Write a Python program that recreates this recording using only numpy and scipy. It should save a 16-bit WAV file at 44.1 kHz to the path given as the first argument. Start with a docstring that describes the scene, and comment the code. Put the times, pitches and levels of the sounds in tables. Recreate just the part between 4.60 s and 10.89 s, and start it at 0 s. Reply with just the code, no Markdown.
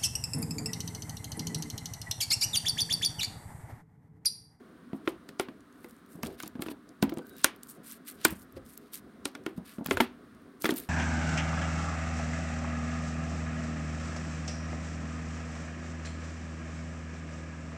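"""Small hollow cardboard box on a table indoors, fingers working it close to a phone microphone; 6.3 s.
From the start a low murmur of air and a faint rumble of the grip; from 0.3 s knocks ring walls and hollow,
skin and tape rustle over glossy card, and nails and tape tick as noise bursts. Thin squeaks come near 2.6 s,
the loudest ticks at 2.8 and 3.6 s, a cluster of knocks near 5.4 s and a flurry of ticks after 6 s.
A small furnished room, made of fading noise bands, answers all but the wall knocks and the air."""
import sys
import numpy as np
from scipy import signal
from scipy.fft import rfft, irfft, next_fast_len
from scipy.io import wavfile
from scipy.ndimage import uniform_filter1d

SR = 44100
rng = np.random.default_rng(int(sys.argv[2]) if len(sys.argv) > 2 else 0)


def voltage_ratio(decibels):
    """Convert decibels (scalar or array-like) to amplitude ratios, 20 dB per decade."""
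    exponent = np.asarray(decibels, float) / 20
    return 10 ** exponent


def pcm_store(signal):
    """Save signal as 16-bit PCM."""
    levels = np.round(np.clip(np.atleast_2d(signal), -1, 1) * 32767)
    wavfile.write(sys.argv[1], SR, levels.astype(np.int16).T)


N = 277369
TIME = np.arange(N) / SR

# Spectrum of the room's air. Each row: frequency in Hz, relative level in dB per Hz.
AIR_SPECTRUM = [(18, -43), (30, -20.5), (112, -17), (239, 3.5), (295, -0.5), (364, -25), (866, -22.5),
                (1130, -12.5), (1540, -15), (2610, -29.5), (3870, -29.5), (7470, -45.5), (8980, -34),
                (13000, -53), (16000, -53.5)]
AIR_LEVEL_DB = -56

# Shifts of the grip. Each row: strongest moment in seconds, handling rumble in dB, table thrum in dB.
GRIP_SHIFTS = [(0.51, -55, -65), (1.66, -43.5, -53.5), (1.98, -54, -49), (2.43, -71, -54), (2.54, -43, -77),
               (2.86, -70, -56.5), (3.7, -65, -49), (3.99, -52.5, -47.5), (4.43, -55.5, -59.5),
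               (4.989, -62, -55), (5.359, -52, -44), (5.73, -74.5, -55), (6.2, -51, -61.5)]
# a shift stands SHIFT_FADE_DB from its strongest level this long before and after that moment
SHIFT_RISE_S, SHIFT_FALL_S, SHIFT_FADE_DB = 0.083, 0.14, -19
HOLD_RUMBLE_DB, HOLD_THRUM_DB = -58.5, -72.5

# Answer of the small furnished room. Each row: band centre in Hz, t60 in seconds, level in dB.
ROOM_BANDS = [(255, 0.25, -34), (587, 0.11, -25.5), (1291, 0.24, -16), (2800, 0.09, -28), (6800, 0.1, -24),
              (13100, 0.074, -26.5)]
ROOM_BAND_RATIO = 1.5  # band edge to band centre

# Knocks on the box. Each row: start in seconds, wall peak in dB, wall pitch in Hz,
# hollow level in dB over its first cycles, hollow pitch in Hz.
KNOCKS = [(0.331, -41.5, 800, -33, 254), (0.475, -17, 1590, -24.5, 383), (0.69, -37, 2280, -48, 232),
          (0.797, -16.5, 1060, -28, 375), (0.885, -36.5, 1310, -42, 240), (1.244, -40.5, 1380, -45.5, 392),
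          (1.552, -58, 1280, -44, 215), (1.588, -60, 1230, -44.5, 298), (1.633, -25, 740, -33, 215),
          (1.66, -34.5, 2270, -41, 232), (1.678, -53, 820, -37, 374), (1.802, -30.5, 1500, -66, 258),
          (1.834, -33.5, 1210, -40, 270), (1.861, -53, 1430, -43.5, 258), (1.953, -45.5, 1430, -37, 229),
          (1.993, -45.5, 1160, -34, 256), (2.021, -29.5, 1790, -36.5, 323), (2.062, -33, 1150, -39, 293),
          (2.084, -29, 1760, -37.5, 316), (2.113, -43, 1170, -40, 351), (2.426, -19.5, 840, -20, 248.4),
          (2.493, -33, 2310, -49, 324), (2.521, -38.5, 1160, -31, 328), (2.571, -37, 834, -34, 250),
          (2.589, -38, 793, -43.5, 420), (2.844, -9, 1500, -29, 365), (3.651, -7, 1490, -24.5, 321),
          (3.722, -47, 1165, -36.5, 210), (3.966, -56, 1430, -41, 407), (4.655, -21.5, 2090, -34, 364),
          (4.751, -32, 1510, -46, 301), (4.863, -25, 1500, -31.5, 340), (4.978, -49.5, 893, -33, 226),
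          (5.183, -42.5, 1470, -34, 239), (5.208, -63, 1160, -34.5, 244), (5.26, -25.5, 1620, -39, 171),
          (5.285, -37, 1200, -37, 254), (5.31, -13, 1400, -23.5, 363), (5.371, -17, 1400, -33.5, 414),
          (5.402, -12.5, 1610, -22.5, 340), (5.405, -8.5, 980, -26.5, 253), (6.043, -18, 1300, -27, 323),
          (6.055, -13.5, 1680, -32.5, 392), (6.091, -20, 1500, -25, 350), (6.107, -24.5, 3430, -31.5, 345),
          (6.121, -33, 1210, -29.5, 255)]
# Modes of the box's hollow. Each row: frequency in Hz, relative level in dB, t60 in seconds.
HOLLOW_MODES = [(136, -1, 0.18), (175.6, 0.5, 0.19), (215, 5, 0.078), (258, 1.5, 0.12), (308.7, 3, 0.089),
                (345, 4.5, 0.04), (366, -0.5, 0.065), (516.3, 1.5, 0.12), (679, -4, 0.044)]
# Modes of the card walls. Each row: frequency in Hz, relative level in dB.
WALL_MODES = [(750, 0.5), (900, -4.5), (1040, -3), (1200, -2.5), (1420, 6.5), (1700, 1.5), (2070, 5),
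              (2450, -2), (2900, -9.5), (3300, 8.5), (3750, 1), (4350, -5)]
WALL_T60_AT_1500_HZ_S, HOLLOW_RISE_MS = 0.02, 2.0

# Strokes of skin and tape over the card. Each row: loudest moment in seconds, length in ms,
# level in dB, dull scrape against that level in dB.
STROKES = [(.362, 45, -65, -9), (.46, 24, -65, 4), (.515, 44, -72, -3), (1.27, 330, -68, -9),
           (1.55, 200, -64, -15), (1.662, 51, -44, -1.5), (1.72, 100, -65, 3), (1.829, 117, -60, 5.5),
           (2.025, 47, -50.5, -3.5), (2.068, 43, -57.5, 1), (2.111, 31, -50.5, 2), (2.7, 210, -66, -6),
           (2.805, 125, -57, 2.5), (3.105, 145, -53.5, -20), (3.305, 155, -48, -7.5), (3.49, 91, -46, -6),
           (3.63, 123, -56.5, 3), (3.55, 70, -67, -10), (3.72, 130, -51, -16), (3.81, 81, -58.5, -31),
           (3.973, 31, -58.5, 2), (4.105, 127, -54.5, -11), (4.26, 320, -70.5, 0), (4.356, 86, -44.5, -9),
           (4.977, 37, -60.5, -2), (5.098, 122, -58, 3), (5.155, 120, -58.5, -10), (5.279, 94, -61, 5.5),
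           (5.323, 73, -43, -4.5), (5.42, 68, -62.5, 11.5), (6.023, 56, -48, -7), (6.058, 52, -54, 13.5),
           (6.105, 37, -41, -1), (6.184, 94, -43, -6), (6.245, 100, -56.5, -3.5)]
# Spectrum of the rustle. Each row: frequency in Hz, relative level in dB per Hz.
RUSTLE_SPECTRUM = [(2650, -27.5), (4500, -11.5), (6660, -9.5), (9460, 0.5), (11200, -7.5), (12800, 1),
                   (16000, -14)]
# Edges of the rustle bands that waver apart. Each entry: frequency in Hz.
RUSTLE_EDGES_HZ = [5200, 7800, 11000]
STROKE_RISE_SHARE, STROKE_BLUNT = 0.49, 0.9  # share of the length spent rising, power of the swell
# after a knock card and loose tape rustle on: level against the wall peak, fade, dull against bright
SETTLE_DB, SETTLE_MS, SETTLE_DULL_DB = -29.5, 16, -3

# Nail and tape ticks. Each row: time in seconds, peak in dB, top octave against the rest in dB.
TICKS = [(0.4722, -50, -24), (0.6895, -35.5, -8), (0.797, -20, -12), (1.244, -45, -3), (1.2873, -46, 2),
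         (1.3093, -41, -2.5), (1.6319, -22.5, -3), (1.6506, -34, -13), (1.6698, -32, -12),
         (1.8013, -31, -3), (1.826, -30.5, -1.5), (1.8332, -30, -19), (1.8595, -38, -12), (1.8776, -27, -1),
         (2.0208, -24, -2.5), (2.291, -44, -22), (2.4258, -16.5, -6), (2.436, -25, 1), (2.497, -34.5, -0.5),
         (2.5394, -38, -1), (2.573, -38, -11), (2.5844, -35, -7), (2.6683, -41, 1), (2.695, -39, 4),
         (2.7664, -39, -1), (2.7832, -33.5, 0), (2.8438, -1, -7), (2.962, -42, -0.5), (3.033, -29.5, -4),
         (3.0714, -43, 3), (3.092, -42, -2), (3.097, -43, 5), (3.107, -40, 0), (3.314, -33, -11),
         (3.322, -28.5, 2), (3.512, -34, 4), (3.6497, -2, -4), (3.6531, -16, -20), (3.683, -25, 1.5),
         (3.706, -26, 2.5), (3.8188, -45, -23), (3.924, -44, 14), (4.063, -42, -2), (4.176, -28, -0.5),
         (4.335, -29, 4), (4.6543, -17, -20.5), (4.7516, -34.5, -23), (4.8629, -33.5, -9),
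         (5.0574, -47, -30), (5.245, -40, -3), (5.2618, -21, 0), (5.2708, -27, -11), (5.3096, -21, -20),
         (5.371, -26, -21), (5.377, -35, -2), (5.404, -24, -19), (5.4094, -26, 0), (6.021, -23.5, -2),
         (6.039, -27, 1), (6.0457, -24.5, -9), (6.0632, -21.5, -0.5), (6.0906, -27, -13),
         (6.108, -22.5, -12), (6.14, -27, 0), (6.161, -27, 0), (6.1697, -23.5, 3), (6.1815, -29, 10),
         (6.2, -29, 0)]
TICK_MS = 0.4  # main fade time
LEAD_DB, LEAD_MS = -14, 2.6  # hiss ahead of a tick: level against the tick before filtering, growth time
STRAY_TICKS, STRAY_LOWEST_DB = 18, -58  # faint ticks of fingers on the card, at random moments

# Faint squeaks of a sliding finger. Each row: start in seconds, end in seconds, pitch in Hz, level in dB.
SQUEAKS = [(2.614, 2.636, 1480, -56), (2.642, 2.665, 1600, -62), (2.615, 2.64, 4800, -72),
           (2.66, 2.82, 3830, -69), (2.71, 2.75, 1550, -59)]

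MIC_HISS_DB = -77


def unit(x):
    """Scale to rms 1."""
    return x / np.sqrt(np.mean(x ** 2))


def band(x, lo_hz, hi_hz):
    """Steep band-pass."""
    edges = [lo_hz, min(hi_hz, 0.45 * SR)]
    return signal.sosfilt(signal.butter(3, edges, "bandpass", fs=SR, output="sos"), x)


def colour(x, points):
    """Shape x by a curve of (Hz, dB) points, scaled to rms 1."""
    hz, db = np.transpose(points)
    size = next_fast_len(len(x))
    bins_hz = np.arange(size // 2 + 1) * SR / size
    gain = voltage_ratio(np.interp(np.log(bins_hz + 1), np.log(hz), db))
    return unit(irfft(rfft(x, size) * gain, size)[:len(x)])


def walk(rate):
    """Random levels drawn rate times a second, smoothed from one to the next; rms 1."""
    hold = int(SR / rate)
    steps = np.repeat(rng.standard_normal(N // 16), hold)[:N]
    return unit(uniform_filter1d(uniform_filter1d(steps, hold), hold))


def add(out, s, sound):
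    """Mix a short sound in at time s."""
    i = int(s * SR)
    out[i:i + len(sound)] += sound[:len(out) - i]


def air():
    """Steady indoor air: coloured noise that wavers a little in level."""
    return colour(rng.standard_normal(N), AIR_SPECTRUM) * voltage_ratio(AIR_LEVEL_DB + 0.65 * walk(3.4))


def rubbing():
    """The grip shakes hollow and table top: faintly while holding, in swells when it shifts."""
    rumble_power = voltage_ratio(HOLD_RUMBLE_DB) ** 2
    thrum_power = voltage_ratio(HOLD_THRUM_DB + 4.0 * walk(15)) ** 2
    for s, rumble_db, thrum_db in GRIP_SHIFTS:
        fade_db = SHIFT_FADE_DB * np.maximum((s - TIME) / SHIFT_RISE_S, (TIME - s) / SHIFT_FALL_S)
        rumble_power = rumble_power + voltage_ratio(rumble_db + fade_db) ** 2
        thrum_power = thrum_power + voltage_ratio(thrum_db + fade_db) ** 2
    shake = rng.standard_normal(N) * voltage_ratio(3.5 * walk(25))
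    # the shorter a mode rings, the wider its band
    hollow = sum(voltage_ratio(db) * band(shake, hz - 3 / t60, hz + 3 / t60) for hz, db, t60 in HOLLOW_MODES)
    table = band(shake, 45, 120)
    return unit(hollow) * np.sqrt(rumble_power) + unit(table) * np.sqrt(thrum_power)


def room(x):
    """A diffuse answer that builds over some milliseconds, each band fading at its own rate."""
    t = np.arange(SR // 2) / SR
    noise = rng.standard_normal(len(t)) * np.clip((t - 0.004) / 0.01, 0, 1)
    answer = 0
    for hz, t60, db in ROOM_BANDS:
        fade = np.exp(-np.log(1000) * t / t60)
        part = band(noise, hz / ROOM_BAND_RATIO, hz * ROOM_BAND_RATIO) * fade
        answer = answer + voltage_ratio(db) * part / np.sqrt(np.sum(part ** 2))
    return signal.fftconvolve(x, answer)[:N]


def ring(modes, near_hz, spread_octaves, chance, rise_ms):
    """Decaying sines; modes near the struck spot's pitch ring most; peak 1."""
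    t = np.arange(SR // 4) / SR
    hz, db, t60 = np.transpose(modes)[:, :, None]
    share = voltage_ratio(db) * np.exp(-0.5 * (np.log2(hz / near_hz) / spread_octaves) ** 2)
    share = share * voltage_ratio(3.0 * chance[:len(modes), None])
    detune = 1 + 0.056 * chance[-len(modes):, None]
    fade = np.exp(-np.log(1000) * t / t60)
    y = (share * fade * np.sin(2 * np.pi * hz * detune * t)).sum(axis=0)
    y = y * (1 - np.exp(-t * 1000 / rise_ms))
    return y / np.abs(y).max()


def knocks():
    """The walls crack at once and die fast, leaving a papery wash; the hollow swells a moment later."""
    hollow, walls = np.zeros((2, N))
    t_ms = np.arange(8192) * 1000 / SR
    chance = rng.standard_normal((len(KNOCKS), 2, 24))
    noises = rng.standard_normal((len(KNOCKS), 8192))
    # card is heavily damped, the more so the higher the mode
    wall_modes = [(hz, db, WALL_T60_AT_1500_HZ_S * np.sqrt(1500 / hz)) for hz, db in WALL_MODES]
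    crack = np.minimum(t_ms / 0.5, 1) * np.exp(-t_ms / 3.36)
    wash = voltage_ratio(-18.0) * (1 - np.exp(-t_ms / 6.0)) * np.exp(-t_ms / 32.4)
    # loose flaps and contents rattle on after the blow
    rattle = voltage_ratio(-15.5) * (1 - np.exp(-t_ms / 2.0)) * np.exp(-t_ms / 15.0)
    for knock, (low, high), noise in zip(KNOCKS, chance, noises):
        s, wall_db, wall_hz, hollow_db, hollow_hz = knock
        body = ring(HOLLOW_MODES, hollow_hz, 0.27, low, HOLLOW_RISE_MS)[:8192]
        body = body + rattle * unit(band(noise, 300, 850))
        add(hollow, s + 0.00071, voltage_ratio(hollow_db) * body / body[:512].std())
        papery = unit(band(noise, 350, 2.03 * max(wall_hz, 1500))) * (crack + wash)
        wall = ring(wall_modes, wall_hz, 0.7, high, 0.31)[:8192] + voltage_ratio(-6.0) * papery
        add(walls, s + 0.0003, voltage_ratio(wall_db) * wall / np.abs(wall).max())
    return hollow, walls


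def strokes():
    """Skin slips over glossy card in dense grains and scattered finer cracks, with a duller scrape."""
    bright_power, dull_power = np.zeros((2, N))
    for s, length_ms, db, dull_db in STROKES:
        start = s - STROKE_RISE_SHARE * length_ms / 1000
        end = start + length_ms / 1000
        swell = np.interp(TIME, [start, s, end], [0, 1, 0]) ** STROKE_BLUNT
        bright_power += (voltage_ratio(db) * swell) ** 2
        dull_power += (voltage_ratio(db + dull_db) * swell) ** 2
    settle = np.exp(-TIME[:SR // 2] * 1000 / SETTLE_MS)
    for s, wall_db, *_ in KNOCKS:
        add(bright_power, s, (voltage_ratio(wall_db + SETTLE_DB) * settle) ** 2)
        add(dull_power, s, (voltage_ratio(wall_db + SETTLE_DB + SETTLE_DULL_DB) * settle) ** 2)
    # about 500 cracks a second, each with a short tail
    cracks = (rng.random(N) < 500 / SR) * voltage_ratio(np.minimum(3.0 * rng.exponential(size=N), 9.0))
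    cracks = signal.lfilter([1], [1, -0.95], cracks)
    crack_depth = np.array([[1.7], [0.8]])  # bright, dull
    grains = rng.standard_normal((2, N)) * (1 + crack_depth * cracks) * voltage_ratio(2.5 * walk(80))
    rustle = colour(grains[0], RUSTLE_SPECTRUM)
    # the colour shifts as the contact patch changes: each band wavers by itself
    below = [signal.sosfiltfilt(signal.butter(2, hz, fs=SR, output="sos"), rustle)
             for hz in RUSTLE_EDGES_HZ]
    parts = np.diff([0 * rustle, *below, rustle], axis=0)
    rustle = sum(part * voltage_ratio(2.0 * walk(30)) for part in parts)
    scrape = unit(band(grains[1], 1200, 5000))
    return rustle * np.sqrt(bright_power) + scrape * np.sqrt(dull_power)


def ticks():
    """Each tick is a spray of tiny cracks, most of it gone in a millisecond or so, after a thin hiss."""
    out = np.zeros(N)
    t_ms = (np.arange(2048) - 1024) * 1000 / SR  # the tick falls at 0
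    luck = rng.random((STRAY_TICKS, 3))
    strays = [(0.03 + a * (N / SR - 0.1), STRAY_LOWEST_DB + 8 * b, -14 * c) for a, b, c in luck]
    chance = rng.standard_normal((len(TICKS) + STRAY_TICKS, 2048))
    after = np.maximum(t_ms, 0)
    fade = np.exp(-after / TICK_MS) + voltage_ratio(-21) * np.exp(-after / 3.0)
    lead = voltage_ratio(LEAD_DB) * np.exp(np.minimum(t_ms, 0) / LEAD_MS) * (t_ms < 0)
    for (s, peak_db, top_db), spray in zip(TICKS + strays, chance):
        burst = spray * np.minimum(after / 0.55, 1) * fade
        low, top = band(burst, 3600, 11100), band(burst, 11100, 17000)
        top_share = np.clip(voltage_ratio(top_db), 0.05, 0.97)
        tick = np.sqrt(1 - top_share ** 2) * unit(low) + top_share * unit(top)
        tick = tick / np.abs(tick).max()
        hiss = band(spray * lead, 3000, 8500)
        add(out, s - 1024 / SR, voltage_ratio(peak_db) * (tick + hiss))
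    return out


def squeaks():
    """A sliding finger's short narrow whistles: thin bands of unsteady noise, breathy and broken."""
    out = 0
    noise = rng.standard_normal(N) * voltage_ratio(2.0 * walk(40))
    for start, end, hz, db in SQUEAKS:
        progress = np.clip((TIME - start) / (end - start), 0, 1)
        swell = np.sqrt(np.abs(np.sin(np.pi * progress)))
        out = out + voltage_ratio(db) * swell * unit(band(noise, hz - 70, hz + 70))
    return out


def scene():
    """The box close by, the room's answer to all but its wall knocks, and the air."""
    hollow, walls = knocks()
    box = hollow + ticks() + strokes() + squeaks() + rubbing()
    return (box + room(box) + walls + air())[None]


def band_limit(x):
    """A steep low-pass at the top of the band."""
    return signal.sosfilt(signal.butter(12, 17150, fs=SR, output="sos"), x)


def record(dry):
    """The phone's microphone adds hiss, rounds the loudest peaks and cuts deep bass and top."""
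    hissy = dry + voltage_ratio(MIC_HISS_DB) * rng.standard_normal(N)
    rounded = np.tanh(hissy)
    mix = signal.sosfilt(signal.ellip(8, 0.2, 70, 16000, fs=SR, output="sos"), rounded)
    mix = signal.sosfilt(signal.butter(4, 45.0, "highpass", fs=SR, output="sos"), mix)
    return band_limit(mix)


dry = scene()
out = record(dry)
pcm_store(out)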